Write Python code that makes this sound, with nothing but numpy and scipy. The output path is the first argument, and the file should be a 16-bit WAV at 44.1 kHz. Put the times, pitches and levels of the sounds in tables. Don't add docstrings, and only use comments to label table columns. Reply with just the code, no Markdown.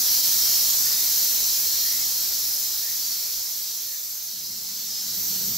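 import sys
import numpy as np
from scipy import signal
from scipy.io import wavfile
from scipy.ndimage import uniform_filter1d

SR = 44100
rng = np.random.default_rng(int(sys.argv[2]) if len(sys.argv) > 2 else 0)


def put_to_file(sound):
    columns = np.atleast_2d(sound).T
    safe = np.clip(columns, -1, 1)
    whole_steps = np.round(safe * 32767)
    wavfile.write(sys.argv[1], SR, whole_steps.astype(np.int16))


N = 245637

# frequency in Hz, relative density in dB per Hz.
AIR_SPECTRUM = [(12, -35), (20, -7), (49, 2), (130, -3.5), (182, -1.5), (323, -4), (1180, -4), (1960, -2.5),
                (2590, -12), (3200, -22), (4160, -21), (7040, -120)]
# frequency in Hz, relative density in dB per Hz.
LOW_CHORUS_SPECTRUM = [(1290, -40.5), (2200, -18.5), (2930, -19), (3700, -9.5), (4120, -5.5), (5510, 0),
                       (6260, -0.5), (7810, -7.5), (9040, -20.5), (10000, -27), (13000, -38), (22000, -120)]
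# frequency in Hz, relative density in dB per Hz.
HIGH_CHORUS_SPECTRUM = [(5060, -26), (8600, -11.5), (9100, -15.5), (9790, -12), (11000, -5.5), (13800, 0),
                        (15700, 2), (17000, -9)]
# start in seconds, end in seconds, level in dB, number of the partial
# on which the drum rings, lift of that partial in dB, clicks per second at the start, and at the end.
SINGER_SYLLABLES = [ (.05, .38, -34.5, 14, 4, 347, 360), (.38, .6, -30.5, 15, 6, 349, 357.5),
                    (.56, .78, -34.5, 14, 5, 356, 355), (.05, .3, -35.5, 15, 3, 379, 381.5),
                    (.48, .64, -35.5, 13, 4, 383.5, 387), (.78, .95, -40.5, 14, 3, 319.5, 324.5),
                    (.98, 1.38, -35.5, 13, 3, 351, 357.5), (1.3, 1.62, -37.5, 13, 4, 306.5, 307),
                    (1.38, 1.6, -34.5, 15, 3, 346.5, 346), (1.6, 1.95, -36.5, 12, 6, 353.5, 355),
                    (1.76, 1.96, -34.5, 14, 7, 358, 365.5), (1.88, 2.15, -41.5, 13, 3, 322, 322.5),
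                    (2.0, 2.35, -39.5, 13, 4, 352.5, 355.5), (2.3, 2.5, -38.5, 15, 4, 378.5, 383),
                    (2.5, 2.7, -37.5, 13, 10, 389.5, 393), (2.68, 2.9, -40.5, 16, 12, 353, 353),
                    (2.9, 3.12, -42.5, 15, 3, 329.5, 330.5), (3.08, 3.3, -38.5, 12, 7, 378, 378.5),
                    (3.28, 3.45, -40.5, 14, 4, 361.5, 362), (3.5, 4.0, -46.5, 11, 6, 353, 353.5),
                    (4.25, 4.62, -45.5, 11, 7, 352.5, 355), (4.62, 4.9, -42.5, 13, 5, 332.5, 343.5),
                    (4.78, 4.97, -43.5, 16, 14, 336.5, 343.5), (4.88, 5.04, -35.5, 16, 14, 316.5, 321),
                    (5.0, 5.25, -42.5, 18, 4, 306, 308), (5.25, 5.55, -40.5, 13, 4, 340, 341), ]
# resonance in Hz, width of each pass in Hz, relative level in dB.
LOW_BELLY = [(4400, 900, 0), (5300, 900, 0), (3300, 600, -9)]
# resonance in Hz, width of each pass in Hz, relative level in dB.
HIGH_SINGER_BELLY = [(13400, 1100, -5), (14200, 1200, 3)]
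# start in seconds, length in seconds, level in dB,
# centre of the rasp at the start in Hz, its rise in Hz.
BIRD_CAWS = [(.8, 0.29, -49.5, 1780, 290), (1.801, 0.28, -49, 1780, 420), (2.8, .18, -51.5, 1680, 420),
             (3.86, .14, -58, 1740, 120)]
# time in seconds, level in dB.
POND_LEVEL = [(4.2, -70), (4.38, -56.5), (4.55, -53), (4.62, -59), (4.75, -56), (4.97, -57.5), (5.17, -48),
              (5.25, -50), (5.5, -45.5), (5.57, -46)]
# resonance in Hz, width of each pass in Hz, relative level in dB.
POND_HOLLOW = [(178, 67, 0.5), (368, 63, -7), (125, 120, -6)]
# frequency in Hz, left-right likeness from 0 to 1.
STEREO_LIKENESS = [(60, 0.32), (120, 0.05), (240, 0.043), (480, 0.19), (950, 0.066), (1890, 0.16),
                   (3770, 0.93), (7520, 0.38), (15000, 0.08)]
# frequency in Hz, left minus right in dB.
STEREO_LEAN = [(60, -2.5), (180, -1), (550, -2.0), (1650, -1.5), (4970, -0.5), (15000, -1.5)]

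GAP_HZ, GAP_WIDTH_HZ, EDGE_HZ = 15300, 600, 15740
FADE_IN_S, FADE_IN_DB = 0.27, -1
OUT_FROM_S, OUT_TO_S = 0.35, 5.61
IN_FROM_S, IN_TO_S = 4.07, 5.29
DIP_S, DIP_WIDTH_S, DIP_DB = 0.222, 0.015, -3.5
# first spot in dB, its easing in dB per second, second spot in dB.
AIR_DB, LOW_DB, HIGH_DB = (-43.5, -0.38, -49.5), (-24, 0.006, -30), (-19, -0.26, -28)
HIGH_START_S, HIGH_SWELL_S, HIGH_FROM_DB, HIGH_SINGER_DB, HIGH_EASE_DB_PER_S = 5.06, 0.12, -48, -39.5, -5
HIGH_RATE_HZ, HIGH_SAG_HZ_PER_S = 198.8, -5


def gain_of(db):
    return 10 ** (np.asarray(db) / 20)


def evened(x):
    return x / np.sqrt(np.mean(x ** 2) + 1e-20)


def read(points, hz):
    f, value = np.transpose(points)
    return np.interp(np.log(hz + 1), np.log(f + 1), value)


def resonate(x, hz, width):
    turn = np.exp(2j * np.pi * np.cumsum(hz * np.ones(len(x))) / SR)
    r = np.exp(-np.pi * width / SR)
    smooth = signal.lfilter([1 - r], [1, -r], x / turn + 1e-18)
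    return 2 * (turn * smooth).real


def resonate_twice(x, hz, width):
    return resonate(resonate(x, hz, width), hz, width)


def body(x, modes):
    return evened(sum(gain_of(db) * resonate_twice(x, hz, width) for hz, width, db in modes))


def placed(sounds):
    out = np.zeros(N + SR)
    for s, sound in sounds:
        out[round(s * SR):][:len(sound)] += sound
    return out[:N]


def forest(x, wet_db, t60=.25):
    t = np.arange(SR // 2) / SR
    signs = rng.choice([-1., 1.], (2, len(t)))
    sparse = rng.random((2, len(t))) < .045
    taps = signs * sparse * gain_of(-60 * t / t60)
    taps /= np.linalg.norm(taps[0])
    echoes = signal.fftconvolve(x[None], taps, axes=1)[:, :N]
    return x + gain_of(wet_db) * echoes


def crossfade(first_db, ease_db_per_s, second_db):
    t = np.arange(N) / SR
    start_db = np.interp(t, [0, FADE_IN_S], [FADE_IN_DB, 0])
    start_db += DIP_DB * np.exp(-((t - DIP_S) / DIP_WIDTH_S) ** 2)
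    first = gain_of(first_db + ease_db_per_s * t + start_db)
    first *= np.interp(t, [OUT_FROM_S, OUT_TO_S], [1, 0])
    second = gain_of(second_db) * np.interp(t, [IN_FROM_S, IN_TO_S], [0, 1])
    return np.hypot(first, second)


def hiss(spectrum, patchy_db, throb_db=0., throb_hz=16., size=512):
    hop, hz = size // 4, np.fft.rfftfreq(size, 1 / SR)
    frames = N // hop + 5
    a, b, c, d, patches, lag = rng.standard_normal((frames, len(hz), 6)).T
    patches = uniform_filter1d(patches, size=4000 // hop, axis=1)
    patches = evened(uniform_filter1d(patches, size=4, axis=0))
    lag = uniform_filter1d(lag, size=150, axis=1)
    lag = evened(uniform_filter1d(lag, size=60, axis=0))
    t = np.arange(frames) * hop / SR
    throb = np.sin(2 * np.pi * throb_hz * t + 1.2 * lag)
    throb *= np.clip(hz / 4000 - 2.4, 0, 1)[:, None]

    same = np.clip(read(STEREO_LIKENESS, hz), -1, 1)[:, None]
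    left = a + 1j * b
    right = same * left + np.sqrt(1 - same ** 2) * (c + 1j * d)
    z = np.array([left, right])
    z *= gain_of(read(spectrum, hz)[:, None] + patchy_db * patches + throb_db * throb)
    z *= gain_of(np.array([.5, -.5])[:, None, None] * read(STEREO_LEAN, hz)[:, None])
    return evened(signal.istft(z, nperseg=size, noverlap=size - hop)[1][:, :N])


def air():
    return crossfade(*AIR_DB) * hiss(AIR_SPECTRUM, patchy_db=1.5, size=2048)


def pond():
    s, db = np.transpose(POND_LEVEL)
    t = np.arange(s[0], s[-1], 1 / SR)
    drumming = body(rng.standard_normal(len(t)), POND_HOLLOW)
    return placed([(s[0], drumming * gain_of(np.interp(t, s, db)))])


def caw(start, length, db, hz, rise_hz):
    t = np.arange(0, length, 1 / SR)
    centre = hz + rise_hz * t / length
    rasp = resonate_twice(rng.standard_normal(len(t)), centre, 300)
    return start, evened(rasp) * gain_of(db) * signal.windows.tukey(len(t), .5)


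def high_chorus():
    return crossfade(*HIGH_DB) * hiss(HIGH_CHORUS_SPECTRUM, patchy_db=1.4, throb_db=0.9, throb_hz=16.3)


def low_chorus():
    level = crossfade(*LOW_DB)
    out = level * hiss(LOW_CHORUS_SPECTRUM, patchy_db=1.51)
    return out + gain_of(-17) * level * forest(far_singers(), wet_db=-4)


def far_singers(count=20):
    # start s, clicks per second, length s, relative level dB, ringing pitch Hz
    spread, lowest = [5.4, 90, .12, -4, 1800], [0, 305, .12, 0, 4200]
    draws = rng.random((count, 5)) * spread + lowest
    return evened(placed(syllable(s, s + length, db, hz // rate, 9., rate, 1.012 * rate)
                         for s, rate, length, db, hz in draws))


def buzz(rate, modes, jitter, partials):
    waver = evened(uniform_filter1d(rng.standard_normal(len(rate)), size=900))
    turns = np.cumsum(rate * (1 + jitter * waver)) / SR
    clicks = sum(np.cos(2 * np.pi * k * turns) for k in partials)
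    return body(clicks, modes)


def high_singer():
    t = np.arange(0, N / SR - HIGH_START_S, 1 / SR)
    rate = HIGH_RATE_HZ + HIGH_SAG_HZ_PER_S * t
    sound = buzz(rate, HIGH_SINGER_BELLY, .0001, partials=range(55, 81))
    level_db = np.interp(t, [0, HIGH_SWELL_S], [HIGH_FROM_DB, HIGH_SINGER_DB])
    level_db += HIGH_EASE_DB_PER_S * np.maximum(t - HIGH_SWELL_S, 0)
    return placed([(HIGH_START_S, sound * gain_of(level_db))])


def syllable(start, end, db, partial, lift_db, from_rate, to_rate):
    rate = np.linspace(from_rate, to_rate, round((end - start) * SR))
    clicks = buzz(rate, LOW_BELLY, .0004, partials=range(8, 19))
    ringing = resonate(clicks, partial * rate, 120)
    sound = clicks + (gain_of(lift_db) - 1) * ringing
    return start, gain_of(db) * evened(sound) * signal.windows.tukey(len(rate), .4)


def scene():
    out = air()
    out += forest(pond(), wet_db=-12.5) * gain_of([[-.7], [.7]])
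    out += forest(placed(caw(*row) for row in BIRD_CAWS), wet_db=-16)
    out += high_chorus()
    out += low_chorus()
    out += forest(high_singer(), wet_db=9.5) * gain_of([[-1.5], [1.5]])
    return out + forest(placed(syllable(*row) for row in SINGER_SYLLABLES), wet_db=-9)


def record(dry):
    gapped = signal.lfilter(*signal.iirnotch(GAP_HZ, GAP_HZ / GAP_WIDTH_HZ, SR), dry)
    lowpass = signal.firwin(1023, EDGE_HZ, window=("kaiser", 9), fs=SR)
    return signal.oaconvolve(gapped, lowpass[None], "same")


dry = scene()
out = record(dry)
put_to_file(out)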